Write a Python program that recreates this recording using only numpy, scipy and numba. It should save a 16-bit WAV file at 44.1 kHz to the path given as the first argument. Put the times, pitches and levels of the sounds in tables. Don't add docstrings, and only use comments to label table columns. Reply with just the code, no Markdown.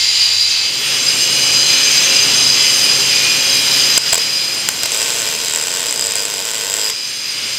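import sys
import numpy as np
from scipy import signal
from scipy.fft import rfft, irfft
from scipy.io import wavfile
from scipy.ndimage import uniform_filter1d, map_coordinates
from numba import njit

SR = 44100
rng = np.random.default_rng(int(sys.argv[2]) if len(sys.argv) > 2 else 0)


def boost_factor(decibels):
    exponent = np.asarray(decibels, float) / 20
    return 10 ** exponent


def generate_wav(sig):
    pcm = np.round(np.clip(np.atleast_2d(sig).T, -1, 1) * 32767).astype(np.int16)
    wavfile.write(sys.argv[1], SR, pcm)


N = 334278
T = np.arange(N) / SR
HZ = np.arange(N // 2 + 1) * SR / N + 1e-3

# start t/s, end t/s
FADE_S = (0.54, 0.95)
# t/s, speed/(turns per s)
SPIN = [(0, 141.3), (.9, 145), (1.45, 147.8), (1.9, 149.3), (2.55, 147.6), (2.8, 146.2), (3.2, 144.2),
        (3.8, 141.3), (4.3, 140.5), (7.58, 140.8)]
# f/Hz, width/Hz, level/dB
BAR_EARLY = [(2115, 23, -32.5), (2595, 60, -34), (3044, 24, -30.5), (4120, 20, -26.5), (3990, 60, -29),
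             (4800, 145, -20.5), (6330, 95, -29.5), (7180, 160, -31.5), (8800, 170, -44), (10100, 150, -54),
             (11800, 250, -64), (13100, 300, -61), (14600, 200, -68)]
BAR_LATE = [(2450, 50, -31.5), (2924, 31, -33.5), (3320, 59, -39.5), (4000, 40, -33), (4140, 135, -34),
            (4920, 110, -21), (6285, 45, -21.5), (6120, 27, -29), (7425, 82, -31.5), (8850, 197, -37),
            (10360, 170, -44.5), (11540, 190, -50.5), (13400, 330, -46.5), (15000, 400, -63)]
# f/Hz, level/dB
ROAR_EARLY = [(30, -76), (80, -53), (250, -54), (700, -51.5), (1500, -46), (2800, -35.5), (4400, -35.5),
              (5600, -40.5), (8000, -53), (10800, -74), (15500, -79)]
ROAR_LATE = [(30, -78), (60, -52.5), (110, -43.5), (480, -42.5), (620, -46), (1200, -43), (2000, -38.5),
             (3000, -33), (3700, -39.5), (5700, -40), (8200, -48.5), (9600, -80), (12500, -66),
             (15500, -103)]
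# f/Hz, level/dB
HUM_EARLY = [(91.5, -45.5), (457.6, -51)]
HUM_LATE = [(134.6, -41.5), (269.2, -45.5), (409.1, -44), (543.7, -40.5)]
# t/s, level/dB
SHOP_GAIN = [
    [(0, -14), (.3, -14.5), (.7, -14.5), (1, -15), (1.3, -13), (1.8, -12.5), (2.7, -12.5), (3.4, -13),
     (3.97, -12)],
    [(3.985, -11.5), (4.1, -16), (4.68, -18.5), (4.72, -20), (5.4, -21), (6, -23.5), (6.7, -24.5),
     (7.15, -23), (7.4, -21)],
]
# t/s, pop level/dB, spatter length/ms, spatter level over the pop/dB
STRIKES = [(3.9767, 7, 2.1, -6), (3.9784, 5, 2.7, 4.5), (4.0395, -16, 2.5, -10), (4.1281, 3.5, 9.5, 0),
           (4.1433, 3.5, 3.2, -1.5), (4.1547, 2, 3.6, -6), (4.178, -2, 3.9, -1.5), (4.688, 7, 2.23, -5),
           (4.705, -20, 2.6, -14), (4.834, -18, 3.4, 4), (4.858, -11, 3.9, 2.5), (4.945, -11.5, 3.5, 1),
           (4.8251, -16, 1.2, -19), (4.8334, -1.5, 0.74, -11), (4.8404, -14, 1.2, -19),
           (4.8575, -8, 1.8, -19), (4.8757, -17, 1.2, -19), (6.899, -9, 6.4, -2)]
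# arc on t/s, arc off t/s
ARC_S = (4.9, 6.9)
# t/s, level/dB, droplets up to the next (count), droplet level/dB
SHORTS = [(4.9079, -13, 0, -12), (4.9196, -1, 10, -9), (5.0177, -2, 1, -4), (5.0373, -15, 8, -10),
          (5.1041, -3, 13, -10), (5.2192, -5, 5, -10), (5.2748, -8, 10, -10), (5.4148, -10, 4, -8),
          (5.4701, -9, 4, -8), (5.5367, -3, 1, -5), (5.5598, 0, 5, -6), (5.6385, -7, 2, -11),
          (5.6708, -5, 15, -7), (5.8513, -12, 4, -7), (5.8942, -11, 2, -4), (5.9412, -9, 1, -17),
          (5.96, -7, 2, -6), (6.0104, -1, 0, -12), (6.0238, -5, 4, -8), (6.0692, -2, 4, -8),
          (6.1207, -4, 1, -12), (6.1554, 1, 9, -10), (6.253, -3, 8, -12), (6.3396, -7, 9, -12),
          (6.4443, -13, 7, -10), (6.5144, -11, 0, -12), (6.5355, -8, 11, -11), (6.6473, -9, 8, -10),
          (6.7399, 0, 16, -9), (6.8999, -16, 0, -12)]
# delay/ms, level/dB
ECHOES = [(.33, -9), (.59, -14), (1.94, -9), (2.14, -10), (3.265, -12.5), (4.575, -15.5), (6.46, -24)]

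FAST_TURNS, FAST_WHINE_DB, FAST_RING_HZ, FAST_RING_DB = (142.6, 149), 9, 6270, 5.5
EASE_S, EASE_DB, EASE_HZ, EASE_WIDTH_HZ, HUM_LATER_DB = (3, 4.4), -2.5, 2920, 760, -2
FAR_T60_S, FAR_DB, FAR_FROM_HZ = .3, -4, 4300
ARC_RUMBLE_DB, ARC_HISS_DB, LIFT_RISE_S, LIFT_FALL_S = 3, 3.5, 0.53, .02
BEAT_JITTER_MS, BEAT_SCATTER_DB = .5, 2.2
POP_SPATTER_MS, POP_SPATTER_DB = 1.2, -16.5
BODY_DB, BODY_FOLLOW = -9, .35
NOZZLE_HZ, NOZZLE_WIDTH_HZ, NOZZLE_DB = 7710, 1140, 23.5
BOX_HZ, BOX_WIDTH_HZ, BOX_DB, BOX_MS, STRIKE_BOX_DB = 430, 48, 12.5, 1.54, -20
THUD_HZ, THUD_WIDTH_HZ, THUD_DB = 480, 1700, 3
HALL_T60_S, HALL_DB = 0.49, -6.5


def noise():
    return rng.standard_normal(N)


def shape(x, gain):
    return irfft(rfft(x) * gain, N)


def resonance(hz, width_hz):
    return 1 / (1 + 1j * (HZ / hz - hz / HZ) * hz / width_hz)


def delay(ms):
    return np.exp(-2j * np.pi * HZ * ms / 1000)


def walk(rate):
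    k = int(SR / rate)
    held = np.repeat(rng.standard_normal(N // k + 1), k)
    return 1.3 * uniform_filter1d(uniform_filter1d(held, k), k)[:N]


def decaying_tail(t60_s, start_s=-1):
    tail = noise() * boost_factor(-60 * T / t60_s) * (T > start_s)
    return rfft(tail / np.sqrt(np.sum(tail ** 2)))


def disc(turns, wear_s=.22):
    rim = rng.standard_normal((40, 300))
    rub = map_coordinates(rim, [T / wear_s, turns % 1 * 300], order=1, mode="grid-wrap")
    return rub / rub.std()


def bar_rings(bar, rub, fast, bright_db):
    out = 0
    for hz, width_hz, db in bar:
        ring = shape(noise() + rub, resonance(hz, width_hz))
        lift_db = bright_db * np.clip((hz - 5500) / 3000, 0, 1)
        if abs(hz / FAST_RING_HZ - 1) < 1 / 25:
            lift_db = lift_db + FAST_RING_DB * fast
        swell_db = 0.93 * walk(2.924) + 1.54 * walk(30)
        out = out + boost_factor(db + lift_db + swell_db) * ring
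    return out


def grinding_roar(roar, rub, rumble_db, bright_db):
    grit = noise() * boost_factor(rng.exponential(size=N))
    grit = grit / grit.std()
    hz, db = np.transpose(roar)
    colour = boost_factor(np.interp(np.log(HZ), np.log(hz), db))
    low = 1 / (1 + (HZ / 1100) ** 4)
    high = 1 / (1 + (6500 / HZ) ** 6)
    middle = np.clip(1 - low - high, 0, 1)
    rumble = boost_factor(rumble_db + 1.2 * walk(7.6)) * shape(noise(), colour * np.sqrt(low))
    scrape = boost_factor(1.1 * walk(8.5)) * shape(grit + rub, colour * np.sqrt(middle))
    hiss = boost_factor(bright_db + 0.74 * walk(8.6)) * shape(grit, colour * np.sqrt(high))
    return rumble + scrape + hiss


def vane_whine(turns, fast, whine_db):
    return boost_factor(whine_db + FAST_WHINE_DB * fast + 2.5 * walk(9)) * np.sin(2 * np.pi * 20 * turns)


def motor_hum(hum):
    waver = np.cumsum(1 + .004 * walk(5)) / SR
    lines = sum(boost_factor(db + 1.8 * walk(14)) * np.sin(2 * np.pi * hz * waver) for hz, db in hum)
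    return lines * boost_factor(np.interp(T, EASE_S, [0, HUM_LATER_DB]))


def far(x):
    treble = 1 / (1 + (FAR_FROM_HZ / HZ) ** 4)
    paths = boost_factor(FAR_DB) * decaying_tail(FAR_T60_S) * treble
    return shape(x, (1 + paths) / np.sqrt(1 + boost_factor(2 * FAR_DB) * treble ** 2))


def grinder(bar, roar, hum, rumble_db, bright_db, whine_db):
    speed = np.interp(T, *np.transpose(SPIN))
    turns = np.cumsum(speed * (1 + .0012 * walk(8))) / SR
    fast = np.interp(speed, FAST_TURNS, [-1, 0])
    rub = boost_factor(-3) * shape(disc(turns), resonance(3100, 3000) ** 2)
    scraping = bar_rings(bar, rub, fast, bright_db) + grinding_roar(roar, rub, rumble_db, bright_db)
    whine = vane_whine(turns, fast, whine_db)
    return far(scraping) * boost_factor(37.5) + whine * boost_factor(25.0) + motor_hum(hum) * boost_factor(15.5)


def clicks(s, size):
    at = np.asarray(s) * SR
    i, part = at.astype(int), at % 1
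    first = np.bincount(i, size * (1 - part), N + 2)[:N]
    return first + np.bincount(i + 1, size * part, N + 2)[:N]


def droplets():
    rows = []
    for (s, db, count, beat_db), after in zip(SHORTS, SHORTS[1:] + SHORTS[-1:]):
        beat = np.linspace(s, after[0], int(count) + 2)[1:-1]
        chance = rng.standard_normal((len(beat), 2)).clip(-2, 2)
        beat_s = beat + BEAT_JITTER_MS / 1000 * chance[:, 0]
        rows += [(s, db)] + list(zip(beat_s, beat_db + BEAT_SCATTER_DB * chance[:, 1]))
    return rows


def spatter_spits(s, db, spatter_ms, spatter_db):
    late = s[:, None] + spatter_ms[:, None] / 1000 * rng.random((len(s), 12)) ** 1.3
    spit = boost_factor(db + spatter_db)[:, None] * rng.uniform(-1, 1, (len(s), 12))
    return clicks(late.ravel(), spit.ravel())


def arc_sizzle():
    when = rng.uniform(*ARC_S, size=2500)
    return clicks(when, boost_factor(-36 + 1.5 * rng.exponential(size=2500)))


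def arc():
    pops = [(t, d, POP_SPATTER_MS, POP_SPATTER_DB) for t, d in droplets()]
    s, db, spatter_ms, spatter_db = np.transpose(STRIKES + pops)
    spatter = spatter_spits(s, db, spatter_ms, spatter_db)
    body_db = np.where(s < ARC_S[0], db, BODY_DB + BODY_FOLLOW * (db - BODY_DB))
    snap = clicks(s, boost_factor(body_db + 4.3 * rng.random(len(s)))) + spatter + arc_sizzle()
    ring = clicks(s, boost_factor(db + 2.5)) + spatter

    cold = T < ARC_S[0]
    rise = 1j * HZ / 390
    snap_colour = boost_factor(12.5) / (1 + 1j * HZ / 5600) * (rise / (1 + rise)) ** 2
    paths = 1 + sum(boost_factor(d) * delay(ms) for ms, d in ECHOES)
    box = boost_factor(BOX_DB) * resonance(BOX_HZ, BOX_WIDTH_HZ) * delay(BOX_MS)
    box_drive = snap * np.where(cold, boost_factor(STRIKE_BOX_DB), 1)
    direct = shape(snap, snap_colour * paths) + shape(box_drive, box)
    thud = boost_factor(THUD_DB) * shape(snap * cold, resonance(THUD_HZ, THUD_WIDTH_HZ))
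    nozzle = resonance(NOZZLE_HZ, NOZZLE_WIDTH_HZ) ** 2 * delay(.03)
    beam = boost_factor(NOZZLE_DB) * shape(ring, nozzle)
    into_hall = (direct + 0.72 * beam) * np.where(cold, boost_factor(-4), 1)
    hall = shape(into_hall, decaying_tail(HALL_T60_S, .008) / (1 + 1j * HZ / 9000))
    return -(direct + thud + beam + boost_factor(HALL_DB) * hall)


def scene():
    gain_db = np.interp(T, *np.vstack(SHOP_GAIN).T)
    lift_s = [ARC_S[0] - LIFT_RISE_S, ARC_S[0], ARC_S[1], ARC_S[1] + LIFT_FALL_S]
    burning = np.interp(T, lift_s, [0, 1, 1, 0])
    rumble_db, bright_db = ARC_RUMBLE_DB * burning, ARC_HISS_DB * burning
    early = grinder(BAR_EARLY, ROAR_EARLY, HUM_EARLY, rumble_db + 1.5, bright_db + 1.0, whine_db=-40)
    late = grinder(BAR_LATE, ROAR_LATE, HUM_LATE, rumble_db + 0.35, bright_db + 1.63, whine_db=-38)
    eased = 1 - boost_factor(np.interp(T, EASE_S, [0, EASE_DB]))
    late = late - eased * shape(late, resonance(EASE_HZ, EASE_WIDTH_HZ))
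    later = np.clip((T - FADE_S[0]) / (FADE_S[1] - FADE_S[0]), 0, 1)
    shop = boost_factor(gain_db) * ((1 - later) * early + later * late)
    return (shop + arc())[None]


@njit
def gain_control(x, top, attack, release):
    y, e = np.empty(len(x)), 0.
    for i in range(len(x)):
        e += (abs(x[i]) - e) * (attack if abs(x[i]) > e else release)
        y[i] = x[i] * min(1., top / (e + 1e-9))
    return y


def low_pass(x):
    return signal.sosfilt(signal.butter(12, 16510, fs=SR, output="sos"), x)


def record(dry):
    held = gain_control(dry[0], 0.59, 1 / (0.0012 * SR), 1 / (.06 * SR))
    top_cut = np.clip((15780 - HZ) / 60, 0, 1) * np.where(HZ > 15100, boost_factor(-4), 1)
    held = shape(held, top_cut)
    return low_pass(np.clip(held, -1, 1)[None])


dry = scene()
out = record(dry)
generate_wav(out)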